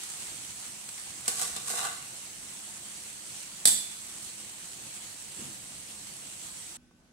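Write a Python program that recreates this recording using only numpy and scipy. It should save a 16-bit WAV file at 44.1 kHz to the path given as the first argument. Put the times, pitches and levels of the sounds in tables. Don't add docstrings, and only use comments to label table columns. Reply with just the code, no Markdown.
import sys
import numpy as np
from scipy import signal
from scipy.fft import rfft, irfft, next_fast_len
from scipy.io import wavfile
from scipy.ndimage import uniform_filter1d, map_coordinates

SR = 44100
rng = np.random.default_rng(int(sys.argv[2]) if len(sys.argv) > 2 else 0)


def transcribe(u):
    v = np.clip(np.atleast_2d(u).T, -1, 1)
    q = np.round(v * 32767).astype(np.int16)
    wavfile.write(sys.argv[1], SR, q)


def volts(x):
    e = np.asarray(x, float) / 20
    return 10 ** e


N = 313992
CUT_S = 6.772

# (frequency [Hz], relative level [dB])
SIZZLE_COLOUR = [(210, -37.5), (350, -11.5), (600, -18), (750, -10.5), (1300, -11), (1900, -9),
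                 (3050, -6.5), (3500, -8), (4500, -5.5), (4900, -9), (6300, -4.5), (7000, -4), (8000, 1.5),
                 (9500, -4.5), (11900, -13), (12200, -16.5), (14000, -21.5), (15700, -19.5)]
RUMBLE_COLOUR = [(13, -37), (22, -11.5), (151, 0.5), (214, -1.5), (233, -4), (335, -4), (416, -16.5),
                 (480, -10), (700, -9.5), (910, -25.5), (1540, -120)]
RASP_COLOUR = [(880, -41.5), (1500, -17), (1850, -16), (2100, -16), (2300, -14.5), (4640, -9.5), (6120, -9),
               (8320, -2), (14600, -23.5), (16000, -30.5)]
CRACK_COLOUR = [(22, -45), (55, -28), (100, -21), (249, -16), (442, -28), (691, -17), (1250, -29.5),
                (1610, -20.5), (2470, -20.5), (2860, -23), (3540, -13.5), (6700, -13.5), (7770, -1),
                (16000, -26)]
SHOVE_COLOUR = [(29, -51), (50, -22), (118, -4), (222, -0.5), (353, -7), (543, -19), (634, -36), (700, -28),
                (910, -54), (1540, -120)]
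TABLE_COLOUR = [(15, -40), (45, -13), (110, -18.5), (175, -13), (300, -18), (450, -26), (1100, -30.5),
                (1500, -31), (3000, -34.5), (4200, -36), (5800, -34), (10000, -40), (12000, -42),
                (12350, -51), (12450, -100)]
# (frequency [Hz], likeness [1 = same, 0 = unrelated])
ALIKE = [(60, 0.68), (180, 0.86), (550, 0.64), (1650, 0.0052), (4970, 0.023), (15000, -0.046)]
# (frequency [Hz], left minus right [dB])
MIC_DIFFERENCE = [(60, 1), (130, -1.5), (290, -1), (640, -1.5), (1410, 2), (3100, 2), (6820, -4.5),
                  (15000, -3)]
# (frequency [Hz], time [s])
KITCHEN_DECAY = [(150, 0.53), (600, 0.53), (3000, 0.66), (8000, 0.5), (14000, 0.45)]
# (frequency [Hz], level [dB])
FAN_TONES = [(209.9, -68)]
# (frequency [Hz], level [dB])
TABLE_TONES = [(244, -64.5), (1516, -80)]
# (time [s], level [dB])
RUMBLE_LEVEL = [(0.0, -61.5), (0.41, -57.5), (0.8, -61.5), (1.7, -56.5), (3.1, -60), (5.2, -59),
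                (5.6, -57.5), (6.7, -59)]
# (time [s], strength [dB], ring tilt [dB per octave])
LANDINGS = [(3.6535, -6, -7), (3.673, -14, -2), (3.683, -18, -5)]
# (frequency [Hz], level [dB], time to fall by 60 dB [s])
LID_MODES = [(3058, -22, .12), (3500, -17, .5), (3822, -18, .12), (4609, -14, .12), (5974, -14, .2),
             (6487, -16, .15), (7000, -14, .12), (7606, -6, .25), (7804, -7, .15), (7958, -5, .3),
             (8343, -6, .2), (8406, -7, .2), (8499, -4, .25), (9346, -6, .2), (9679, 0, .13),
             (10290, -9, .2), (11320, -17, .15), (11838, -15, .15)]
# (frequency [Hz], width [Hz], level [dB])
WOK_MODES = [(210, 23, -12), (387, 23, -6), (479, 18, 1.5), (707, 77, 0.5), (792, 66, 2), (970, 190, -6),
             (1149, 42, 6), (1465, 99, 1), (1610, 150, -5.5), (2074, 77, -5)]
# (frequency [Hz], width [Hz], level [dB])
BOWL_MODES = [(2800, 250, 0), (3550, 300, 0), (4050, 300, -2), (4660, 250, -3)]
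# (time of most pressure [s], build-up [s], rasp [dB], wok ring [dB], spoon ring [dB])
PUSHES = [(1.295, 0.045, -41.5, -47, -47), (1.425, 0.078, -29.5, -41.5, -63),
          (1.575, 0.035, -39.5, -46.5, -41.5), (1.705, 0.049, -32.5, -44.5, -68),
          (1.795, .07, -34, -40, -41), (1.862, .05, -38.5, -34, -42)]
# (time [s], click strength [dB], blow strength [dB], hardness [dB per octave])
KNOCKS = [(1.279, -19, 4.5, -7.5), (1.415, -43, -0.5, -5), (1.5628, -33.5, -5.5, -11.5),
          (1.7024, -29.5, 2.5, -4.5), (1.7374, -39, 4, -5), (1.8497, -34, -6, 4), (6.9092, -73, -23, -2.1)]
# (time [s], rise [dB], settling time [s])
FLARES = [(0.0, 2.5, .35), (1.7, 2, .4), (3.9, 1, 1.0)]
# (time [s], strength [dB])
LOUD_SPITS = [(0.034, -34.5), (0.1, -35.5), (0.117, -39.5), (0.137, -40.5), (0.2194, -40.5), (0.449, -39),
              (0.8896, -34.5), (0.9794, -38.5), (1.105, -39), (1.2585, -36), (4.0492, -43), (4.3994, -41),
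              (6.0694, -40), (6.2692, -40)]


def unit(x):
    return x / np.sqrt(np.mean(x ** 2) + 1e-20)


def along(points, hz):
    f, value = np.transpose(points)
    return np.interp(np.log(hz + 1), np.log(f + 1), value)


def curves(rows):
    s, *columns = np.transpose(rows)
    return [np.interp(np.arange(N) / SR, s, column) for column in columns]


def wobble(rate):
    points = rng.standard_normal(int(N * rate / SR) + 4)
    return map_coordinates(points, [np.arange(N) * rate / SR])


def filtered(x, response):
    m = next_fast_len(N + SR // 2)
    return irfft(rfft(x, m) * response(np.fft.rfftfreq(m, 1 / SR)), m)[..., :N]


def coloured(x, colour):
    gain = volts(along(colour, np.fft.rfftfreq(4096, 1 / SR)))
    cepstrum = irfft(np.log(gain + 1e-6))
    cepstrum[1:2048] *= 2
    kernel = irfft(np.exp(rfft(cepstrum[:2049], 4096)))
    return signal.fftconvolve(x, kernel[None] / np.linalg.norm(kernel), axes=1)[:, :N]


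def diffuse(colour, patchy_db):
    z = signal.stft(rng.standard_normal((2, N)), nperseg=512)[2]
    patches = uniform_filter1d(rng.standard_normal(z.shape[1:]), 6, 0)
    patches = unit(uniform_filter1d(patches, 10, 1))
    pair = signal.istft(z * volts(patchy_db * patches), nperseg=512)[1][:, :N]

    def middle_and_side(hz):
        angle = np.arccos(np.clip(along(ALIKE, hz), -1, 1)) / 2
        return volts(along(colour, hz)) * np.array([np.cos(angle), np.sin(angle)])

    mid, side = filtered(pair, middle_and_side)
    return unit(np.array([mid + side, mid - side]))


def bursts(seconds, db, life):
    starts = np.bincount((np.asarray(seconds) * SR).astype(int), volts(db), N)[:N]
    return signal.lfilter([1], [1, -np.exp(-1 / (max(life, 1e-4) * SR))], starts)


def grains(count, spread_db, life):
    when, chance = rng.random((count, 2)).T
    size_db = -spread_db * np.log(.02 + chance)
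    return bursts(when * N / SR, size_db, life) * rng.standard_normal((2, N))


def tones(lines, waver_db, drift):
    t = np.arange(N) / SR
    total = 0
    for hz, db in lines:
        level = volts(db + 1.5 + waver_db * wobble(6.6))
        total = total + level * np.sin(2 * np.pi * hz * t + drift * wobble(12))
    return total


def resonate(force, modes):
    def body(hz):
        total = 0
        for k, (centre, width, db) in enumerate(modes):
            damping = 1j * hz * width
            total = total + (-1) ** k * volts(db) * damping / (centre ** 2 - hz ** 2 + damping)
        return total

    return filtered(force, body)


def kitchen(x):
    hz, t, z = signal.stft(rng.standard_normal((2, SR * 3 // 4)), SR, nperseg=256)
    t60 = np.maximum(along(KITCHEN_DECAY, hz), .05)[:, None]
    tail = signal.istft(z * volts(-60 * t / t60), SR, nperseg=256)[1]
    late = np.pad(x, ((0, 0), (260, 0)))
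    return signal.fftconvolve(late, tail / np.linalg.norm(tail[0]), axes=1)[:, :N]


def table():
    air = volts(-64 + 0.62 * wobble(11)) * diffuse(TABLE_COLOUR, patchy_db=1.5)
    return air + tones(TABLE_TONES, waver_db=2.5, drift=0.14)


def fan():
    return tones(FAN_TONES, waver_db=2.0, drift=0.42)


def rumble():
    level_db = curves(RUMBLE_LEVEL)[0] + 0.69 * wobble(7)
    return volts(level_db) * diffuse(RUMBLE_COLOUR, patchy_db=1.26)


def shove():
    start_s, rise_s, hold_s, t60_s, level_db = 5.358, .02, .09, .3, -49.5
    t = np.arange(N) / SR - start_s
    rise = np.clip(t / rise_s, 0, 1)
    loss_db = 60 * np.maximum(t - rise_s - hold_s, 0) / t60_s
    shape = rise * volts(level_db - loss_db)
    return coloured(shape * rng.standard_normal((1, N)), SHOVE_COLOUR)


def lid():
    rattle_s, gap_s, rattle_db = 3.659, .009, -17.5
    hold_s, loss_db_per_s = 0.025, 380.5
    ring_db = -14.5
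    out, t = np.zeros((2, N + SR)), np.arange(SR * 6 // 10) / SR
    hz, level, t60 = np.transpose(LID_MODES)[:, :, None, None]
    flutter_db = 3.5 * np.array([[wobble(60)[:len(t)]] for _ in LID_MODES])

    after = gap_s * (np.arange(7) + rng.uniform(0, .4, size=7))
    chatter_db = rattle_db - loss_db_per_s * np.maximum(after - hold_s, 0)
    contacts = LANDINGS + [(rattle_s + s, db, 1.5) for s, db in zip(after, chatter_db)]
    for s, db, tilt_db in contacts:
        chance_db, chance_phase = rng.standard_normal((2, len(LID_MODES), 2, 1))
        mode_db = level + tilt_db * np.log2(hz / 7000) + 1.5 * chance_db + flutter_db
        gain = volts(mode_db - 60 * t / t60)
        ring = np.sum(gain * np.sin(2 * np.pi * hz * t + 3 * chance_phase), axis=0)
        onset = 1 - np.exp(-t / .001)
        out[:, round(s * SR):][:, :len(t)] += volts(db + ring_db) * ring * onset

    s, db, _ = np.transpose(contacts)
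    crack = uniform_filter1d(bursts(s, db, life=.0035), size=70, origin=34)
    return out[:, :N] + coloured(crack * rng.standard_normal((2, N)), CRACK_COLOUR)


def scrapes():
    build_db, release_ratio, deep_db = 12.5, .75, -22
    t = np.arange(N) / SR
    catches = grains(count=20000, spread_db=2.0, life=.001)
    rasp = unit(coloured(catches, RASP_COLOUR))
    deep = unit(resonate(catches, [mode for mode in WOK_MODES if mode[0] <= 600]))
    high = unit(resonate(catches, [mode for mode in WOK_MODES if mode[0] > 600]))
    bowl = unit(resonate(catches, BOWL_MODES))
    out = 0
    for s, build, rasp_db, ring_db, bowl_db in PUSHES:
        distance = np.maximum((s - t) / build, (t - s) / (build * release_ratio))
        pressure = volts(-build_db * distance)
        rough = volts(rasp_db) * (rasp + volts(deep_db) * deep)
        out = out + pressure * (rough + volts(ring_db) * high + volts(bowl_db) * bowl)
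    return out


def knocks():
    s, db, _, _ = np.transpose(KNOCKS)
    clicks = uniform_filter1d(bursts(s, db, life=0.0095), size=30, origin=14)
    out = coloured(clicks * rng.standard_normal((2, N)), RASP_COLOUR)
    for s, _, blow_db, tilt_db in KNOCKS:
        struck = [(hz, width, db + tilt_db * np.log2(hz / 700)) for hz, width, db in WOK_MODES]
        blow = np.arange(N) == round(s * SR)
        out = out + volts(blow_db) * resonate(blow, struck)
    return out


def sizzle():
    start_db, fade_db_per_s = -42, 0.2338
    t = np.arange(N) / SR
    level_db = start_db - fade_db_per_s * t
    for s, rise_db, settle in FLARES:
        level_db = level_db + rise_db * (t >= s) * np.exp(-abs(t - s) / settle)
    crackle = unit(coloured(grains(count=9000, spread_db=3.5, life=0.00043), SIZZLE_COLOUR))
    hiss = unit(diffuse(SIZZLE_COLOUR, patchy_db=1.43) + volts(-7.5) * crackle)
    return volts(level_db + 0.53 * wobble(7.8) + 0.47 * wobble(30)) * hiss


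def spits():
    weakest_db = -48.5
    small = [(CUT_S * when, weakest_db + 5 * size) for when, size in rng.random(size=(24, 2))]
    s, db = np.transpose(LOUD_SPITS + small)
    return coloured(bursts(s, db, life=0.0068) * rng.standard_normal((2, N)), SIZZLE_COLOUR)


def scene():
    stove = np.clip((CUT_S - np.arange(N) / SR) / .004, 0, 1)
    metal, steel, far = lid(), scrapes() + knocks(), shove()
    echo = kitchen(volts(-3.5) * metal + volts(-4.0) * steel + volts(-7.5) * far)
    frying = sizzle() + spits() + rumble() + fan()
    return stove * frying + (1 - stove) * table() + metal + steel + far + echo


def roll_off(x):
    return signal.sosfilt(signal.butter(12, 16820, fs=SR, output="sos"), x)


def record(dry):
    def microphones(hz):
        half_each = np.array([[.5], [-.5]])
        return (hz < 15760) * volts(along(MIC_DIFFERENCE, hz) * half_each)

    mix = filtered(dry, microphones)
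    return roll_off(mix)


dry = scene()
out = record(dry)
transcribe(out)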